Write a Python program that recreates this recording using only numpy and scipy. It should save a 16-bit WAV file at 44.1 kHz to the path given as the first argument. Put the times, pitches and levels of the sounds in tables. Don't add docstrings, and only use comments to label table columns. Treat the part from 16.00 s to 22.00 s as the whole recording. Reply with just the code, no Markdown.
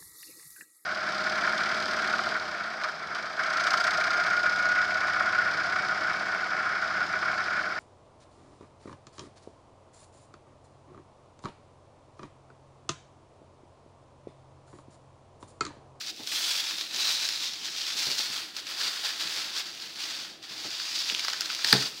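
import sys
import numpy as np
from scipy import signal
from scipy.fft import rfft, irfft, next_fast_len
from scipy.io import wavfile

SR = 44100
rng = np.random.default_rng(int(sys.argv[2]) if len(sys.argv) > 2 else 0)


def volts(x):
    e = np.asarray(x, float) / 20
    return 10 ** e


def persist_wave(psi):
    counts = np.round(np.clip(psi, -1, 1) * 32767).astype(np.int16)
    wavfile.write(sys.argv[1], SR, np.atleast_2d(counts).T)


N = 264584

# [f/Hz, density/dB]
MURMUR_SPECTRUM = [(18, -49), (30, -26.5), (163, -7.5), (200, -7), (252, -6), (286, -4), (323, 1.5),
                   (371, -5.5), (488, -10), (669, -11), (800, -7.5), (1040, -53), (1760, -120)]
# [f/Hz, density/dB]
FILM_SPECTRUM = [(250, -30), (600, -20.5), (1200, -12.5), (2100, -11.5), (2600, -6), (3100, -7.5),
                 (3800, -5), (4700, -1.5), (5500, -3.5), (6500, -10), (7800, -13), (10000, -18),
                 (13000, -21), (16000, -17.5)]
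# [t of peak/s,
# level/dB, swell by 10 dB/s, fade by 10 dB/s]
TUGS = [(.02, -37, .02, 0), (.068, -41, 1, 0.04), (0.102, -35.5, .04, -0.05), (.225, -53, 0.6, 3),
        (0.273, -34.5, -0.03, 0.25), (.32, -31.5, 0.01, 0.34), (.462, -33.5, 0.16, 0),
        (0.6, -30, 0.28, 0.01), (.72, -33.5, 0.23, 0.17), (.817, -36, 0.1, .034),
        (.957, -41, -0.03, 0.25), (1.004, -30, .087, 0.22), (1.116, -28.5, .07, 0.1),
        (1.247, -28, .04, 0.04), (1.326, -32.5, 0.19, 0.13), (1.453, -30.5, 0.09, 0.07),
        (1.535, -39, -0.6, 0.4), (1.648, -35, -0.13, .12), (1.764, -34.5, 0, 0.21),
        (1.87, -33, -0.02, 0.15), (1.98, -27.5, 0.02, 0.17), (2.103, -32.5, .02, 0.14),
        (2.19, -29.5, .022, 0.1), (2.348, -33.5, 0.1, 0.08), (2.394, -40.5, 0.1, 0.13),
        (2.572, -36.5, 0.024, 0.047), (2.7, -35.5, 0.048, 0.062), (2.823, -31.5, 0.063, 0.123),
              (2.91, -36.5, 0.096, 0.42), (3.06, -30.5, 0.038, 0.064), (3.21, -31.5, 0.02, 0.03),
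              (3.341, -33, 0.14, 0.15), (3.423, -37, 0.24, 0.072), (3.594, -30.5, 0.058, 0.027),
              (3.668, -42.5, 0.194, 0.3), (3.821, -41, 0.043, 0.067), (4.016, -38.5, 0.082, 0.09),
              (4.159, -37.5, 0.261, 0.14), (4.222, -44, 0.033, 0.088), (4.439, -45, 0.017, 0.047),
              (4.518, -42, 0.053, 0.42), (4.639, -40.5, 0.12, 0.07), (4.84, -36, 0.23, 0.55),
              (5.002, -30, 0.086, 0.036), (5.093, -32, 0.064, 0.078), (5.295, -36, 0.41, 0.04),
              (5.54, -35, 0.427, 0.17), (5.692, -26, 0.059, 0.14), (5.85, -34.5, 0.3, 0.067),
              (5.965, -42.5, 0.027, 0.46)]
# [t/s, slack level/dB, slide level/dB]
SHEET = [(0, -2, 0.5), (.2, -5, 2), (.4, 0, 4.5), (.75, 0, 0.5), (1.1, -0.5, 2), (1.5, -2.5, -2),
         (2.2, -0.5, 1.5), (2.4, 2.5, 2), (3.1, 3.5, 1.5), (3.9, 1, 0), (4.5, 2.5, -0.5), (5.0, -2, -2),
         (5.3, 2.5, -1), (5.6, 1.5, -1), (6.0, -2, 2)]
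# [t/s, f/Hz]
POCKET = [(0, 4400), (.3, 3360), (.6, 3270), (.9, 3960), (1.35, 3930), (1.6, 3100), (1.85, 3100),
          (2.0, 4330), (2.4, 4580), (3.5, 4840), (3.9, 4460), (4.5, 4800), (6.0, 4780)]
# [t/s, peak level/dB, crease size/dB]
SNAPS = [(0.0108, -17, 3), (0.063, -20, 0), (0.0888, -24.5, 4), (.162, -22.5, -19), (0.2726, -11.5, 2.5),
         (0.3202, -14.5, 9.5), (0.709, -13, 3), (.81, -9.5, -1), (.9113, -31, -9), (0.9448, -11, -4),
         (.9617, -10, -16), (1.2883, -4.5, -6), (1.655, -14, -7), (1.683, -21, 7.5), (1.7494, -18, 6),
         (1.8664, -16, 2), (1.903, -16, 7.5), (2.115, -6, -13), (2.183, -10.5, 2), (2.191, -9, -11),
         (2.5652, -13, -9), (2.6678, -18.5, 4), (2.812, -12, 4), (3.2, -30, 7), (3.5648, -14, 4),
         (3.5826, -14.5, 0), (4.004, -16.5, -1), (4.4278, -25, -7), (4.7046, -16, -16), (4.7997, -17, 4)]
# [t/s, peak level/dB, crease size/dB, papery
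# surplus/dB]
RIM_SNAPS = [(5.0978, -12.5, 1, 12), (5.12, -17, 4, -2), (5.1476, -10.5, -3, 8.5), (5.1674, -28, 4, 7),
             (5.1938, -6.5, -8.5, 6.5), (5.248, -13, -6, 0), (5.248, -8.5, 5, -15), (5.2821, -8.5, 14, -6),
             (5.299, -10, -17, 8), (5.3323, -8, 7, -6), (5.3416, -29, 20, -8), (5.4075, -0.5, -2.5, -19),
             (5.4171, -10, 4, 0), (5.457, -10.5, -6, 2), (5.5004, -18, 12, 2), (5.5477, -8.5, -9, 2),
             (5.591, -21, 11, -23), (5.6463, -2.5, 1, -2), (5.6842, -10, 1, -8), (5.7283, -6.5, 19, -7),
             (5.8252, -14, 4, -16)]
# [t/s, counter ring level/dB, dull thud level/dB, thud t60/s]
BUMPS = [(0.194, -37, -37.5, 0.11), (0.937, -68, -45.5, 0.16), (1.52, -53, -56, 0.19),
         (1.949, -55, -44.5, 0.11), (2.065, -36.5, -39.5, 0.24), (2.108, -59, -45, 0.17),
         (2.189, -59, -33, 0.068), (2.295, -39.5, -49, 0.12), (3.247, -42, -52, 0.17),
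         (3.364, -47, -44, 0.13), (4.311, -51, -52, 0.25), (4.504, -46.5, -58, 0.18),
         (4.646, -41, -35, 0.12), (5.105, -48, -39, 0.14), (5.646, -39, -38, 0.075),
         (5.728, -13, -39.5, 0.058), (5.743, -20.5, -20, 0.09), (5.77, -50, -42, 0.59)]
# [f/Hz, level/dB, t60/s]
COUNTER_MODES = [(131.8, -2, 0.23), (199, -1.5, 0.16), (255, -2, 0.15), (333.3, -9, 0.2), (425, -5.5, 0.34),
                 (476, -6, 0.1), (675, -14, 0.13), (840, 8.5, 0.047)]
SET_DOWN_S = [
    5.6453,
    5.7252,
    5.7268,
    5.7276,
]
SET_DOWN_DB = [
    -17,
    -22,
    -17,
    -4,
]
# [f/Hz, level/dB, t60/s]
TUB_MODES = [(1400, -20, 0.042), (1843, -4.5, 0.02), (3470, -8, 0.016), (4280, 10, 0.0048),
             (4960, 7, 0.0051), (5140, -26, 0.0087), (8700, -9.5, 0.0096)]

TUB_AIR_HZ = (1182, 2100)


def rms_one(x):
    return x / np.sqrt(np.mean(x ** 2) + 1e-20)


def butter(x, order, hz, kind):
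    return signal.sosfilt(signal.butter(order, hz, kind, fs=SR, output="sos"), x)


def in_time(rows):
    s, *columns = np.transpose(rows)
    return [np.interp(np.arange(N) / SR, s, column) for column in columns]


def colour(x, points):
    size = next_fast_len(N + 4096)
    hz, db = np.transpose(points)
    bins_hz = np.fft.rfftfreq(4096, 1 / SR) + 1
    log_gain = np.log(volts(np.interp(np.log(bins_hz), np.log(hz), db)))
    cepstrum = irfft(log_gain)
    cepstrum[1:2048] *= 2
    cepstrum[2049:] = 0
    impulse = irfft(np.exp(rfft(cepstrum)))
    return irfft(rfft(x, size) * rfft(impulse, size), size)[..., :N]


def film_noise():
    return colour(rng.standard_normal(N), FILM_SPECTRUM)


def drift(rate_hz):
    r = np.exp(-80 * np.pi * rate_hz / SR)
    slow = signal.lfilter([1], [1, -2 * r, r * r], rng.standard_normal(N // 40 + 2002))[2000:]
    return np.interp(np.arange(N) / 40, np.arange(len(slow)), rms_one(slow))


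def ring(clicks, hz, t60):
    r = volts(-60 / (t60 * SR))
    w = 2 * np.pi * hz / SR
    return signal.lfilter([0, np.sin(w)], [1, -2 * r * np.cos(w), r * r], clicks + 1e-18)


def clicks_at(s, gains):
    out = np.zeros(N)
    out[np.round(np.array(s) * SR).astype(int)] = gains
    return out


def bursts(rows, rise_s):
    out = np.zeros(N + 8000)
    age = np.arange(8000) / SR
    for (s, gain, t60), noise in zip(rows, rng.standard_normal((len(rows), 8000))):
        shape = volts(-60 * age / max(t60, .003)) * (1 - np.exp(-age / rise_s))
        at = round(s * SR)
        out[at:at + 8000] += gain * noise * shape * np.linalg.norm(shape) / np.linalg.norm(noise * shape)
    return out[:N]


def parts(x):
    cuts = [([350, 2100], "band"), ([2100, 3600], "band"), ([3600, 7000], "band"), (7000, "high")]
    return [butter(x, 3, hz, kind) for hz, kind in cuts]


def murmur():
    low = rms_one(colour(rng.standard_normal(N), MURMUR_SPECTRUM))
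    return volts(-58 + 1.5 * drift(9)) * low + volts(-67) * rms_one(film_noise())


def effort():
    flank_bend = 1.5
    t = np.arange(0, N + 64, 64) / SR
    power = 1e-8
    for s, db, swell_s, fade_s in TUGS:
        away = np.where(t < s, (s - t) / max(swell_s, .01), (t - s) / max(fade_s, .01))
        power = power + volts(2 * (db - 10 * away ** flank_bend))
    return np.interp(np.arange(N) / SR, t, 10 * np.log10(power))


def handling():
    level_db = effort()
    slack_db, slide_db = in_time(SHEET)
    extra = level_db - -35
    dull_db = -12 - 0.13 * extra + slack_db
    papery_db = -3.5 - 0.12 * extra + 0.41 * slack_db
    airy_db = -11.5 - 0.072 * extra + slide_db
    return level_db, dull_db, papery_db, airy_db


def rustle(per_s, spread_db, clump_db, patch_db, cycles, drag_db):
    level_db, dull_db, papery_db, airy_db = handling()
    sizes = volts(spread_db * np.minimum(rng.exponential(1, N), 3.5)) * rng.choice([-1, 1], N)
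    rate = per_s * volts(clump_db * (drift(14) + 1.2 * drift(90)))
    buckles = sizes * (rng.random(N) < rate / SR)
    dealt = rng.integers(0, 24, N)
    creases = 0
    for k, hz in enumerate(np.geomspace(450, 17500, 24)):
        clicks = buckles * (dealt == k) * volts(patch_db * drift(29))
        creases = creases + np.sqrt(hz) * rms_one(ring(clicks, hz, cycles / hz))
    dull, papery, crisp, airy = map(rms_one, parts(colour(creases, FILM_SPECTRUM)))
    drag = parts(film_noise())[-1]
    airy = rms_one(airy + volts(drag_db) * rms_one(drag))
    mix = crisp + volts(dull_db) * dull + volts(papery_db) * papery + volts(airy_db) * airy
    return volts(level_db) * mix


def hollows(sheet):
    pocket_hz = in_time(POCKET)[0]
    slack_db, _ = in_time(SHEET)
    level_db = effort()
    pocket = 0
    for centre in np.geomspace(2800, 5600, 9):
        edges = centre * 2 ** (np.array([-.5, .5]) * 0.23)
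        nearness = np.clip(1 - 8 * np.abs(np.log2(pocket_hz / centre)), 0, 1)
        pocket = pocket + butter(sheet, 2, edges, "band") * nearness
    tub_air = rms_one(butter(sheet / volts(level_db), 3, TUB_AIR_HZ, "band"))
    tub_db = level_db - 27 + 1.3 * slack_db
    return volts(-7.5) * pocket + volts(tub_db) * tub_air


def snaps(crisp_db, other_db):
    rows = [(*row, 0) for row in SNAPS] + RIM_SNAPS
    s, peak_db, size_db, surplus_db = np.transpose(rows)
    t60 = np.full(len(s), .014)
    levels_db = [peak_db - 24 + size_db + other_db,
                 peak_db - 20 + size_db / 2 + surplus_db + other_db,
                 peak_db + crisp_db,
                 peak_db - 29 + other_db]
    units = [np.std(part) for part in parts(film_noise())]
    out = 0
    for k, db in enumerate(levels_db):
        burst = bursts(np.transpose([s, volts(db), t60]), rise_s=.0003)
        out = out + parts(colour(burst, FILM_SPECTRUM))[k] / units[k]
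        if k == 0:
            out = out / 2
            out = out + volts(-0.5) * butter(2 * out, 2, TUB_AIR_HZ, "band")
            out = out - volts(-0.5) * 0.5 * butter(2 * (out * 0), 2, TUB_AIR_HZ, "band")
    return out


def bumps():
    contact_hz = 600
    s, ring_db, thud_db, thud_t60 = np.transpose(BUMPS)
    thuds = bursts(np.transpose([s, volts(thud_db + 15.0), thud_t60]), rise_s=0.0078)
    out = butter(thuds, 2, [130, 750], "band")
    chance_db = rng.normal(0, 2, (len(BUMPS), len(COUNTER_MODES)))
    for k, (hz, level_db, t60) in enumerate(COUNTER_MODES):
        push = volts(ring_db + level_db + chance_db[:, k] - 9.5)
        softened = push / np.hypot(1, (hz / contact_hz) ** 2)
        out += (-1) ** k * ring(clicks_at(s, softened), hz, t60)
    return butter(out, 2, 95, "high")


def taps():
    strengths = volts(SET_DOWN_DB)
    clicks = clicks_at(SET_DOWN_S, strengths)
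    rings = 0
    for k, (hz, db, t60) in enumerate(TUB_MODES):
        rings = rings + (-1) ** k * volts(db) * ring(clicks, hz, t60)
    crack = parts(clicks)[-1]
    rattle = bursts([(s, gain, .05) for s, gain in zip(SET_DOWN_S, strengths)], rise_s=0.0017)
    return rings + volts(-25) * crack + volts(-11) * colour(rattle, FILM_SPECTRUM)


def kitchen(x):
    t60_s, wall_cut_hz = .35, 6300
    size = next_fast_len(N + SR)
    age = np.arange(SR // 2) / SR
    tail = rng.standard_normal(SR // 2) * volts(-60 * age / t60_s) * (age > .004)
    tail = signal.lfilter([1], [1, -np.exp(-2 * np.pi * wall_cut_hz / SR)], tail)
    tail = tail / np.linalg.norm(tail)
    return irfft(rfft(x, size) * rfft(tail, size), size)[:N]


def scene():
    film = rustle(per_s=13000, spread_db=1.0, clump_db=2.0, patch_db=0.6, cycles=4.4, drag_db=0.5)
    near = film + hollows(film) + snaps(crisp_db=-12.5, other_db=4.0) + bumps() + taps()
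    return (near + volts(-13) * kitchen(near) + murmur())[None]


def band_limit(x):
    return signal.sosfilt(signal.butter(12, 16660, fs=SR, output="sos"), x)


def record(dry):
    thin = butter(dry, 2, 34, "high")
    rounded = np.tanh(thin / .95) * .9
    top_cut = signal.ellip(14, .3, 95, 15780, fs=SR, output="sos")
    return band_limit(signal.sosfilt(top_cut, rounded))


dry = scene()
out = record(dry)
persist_wave(out)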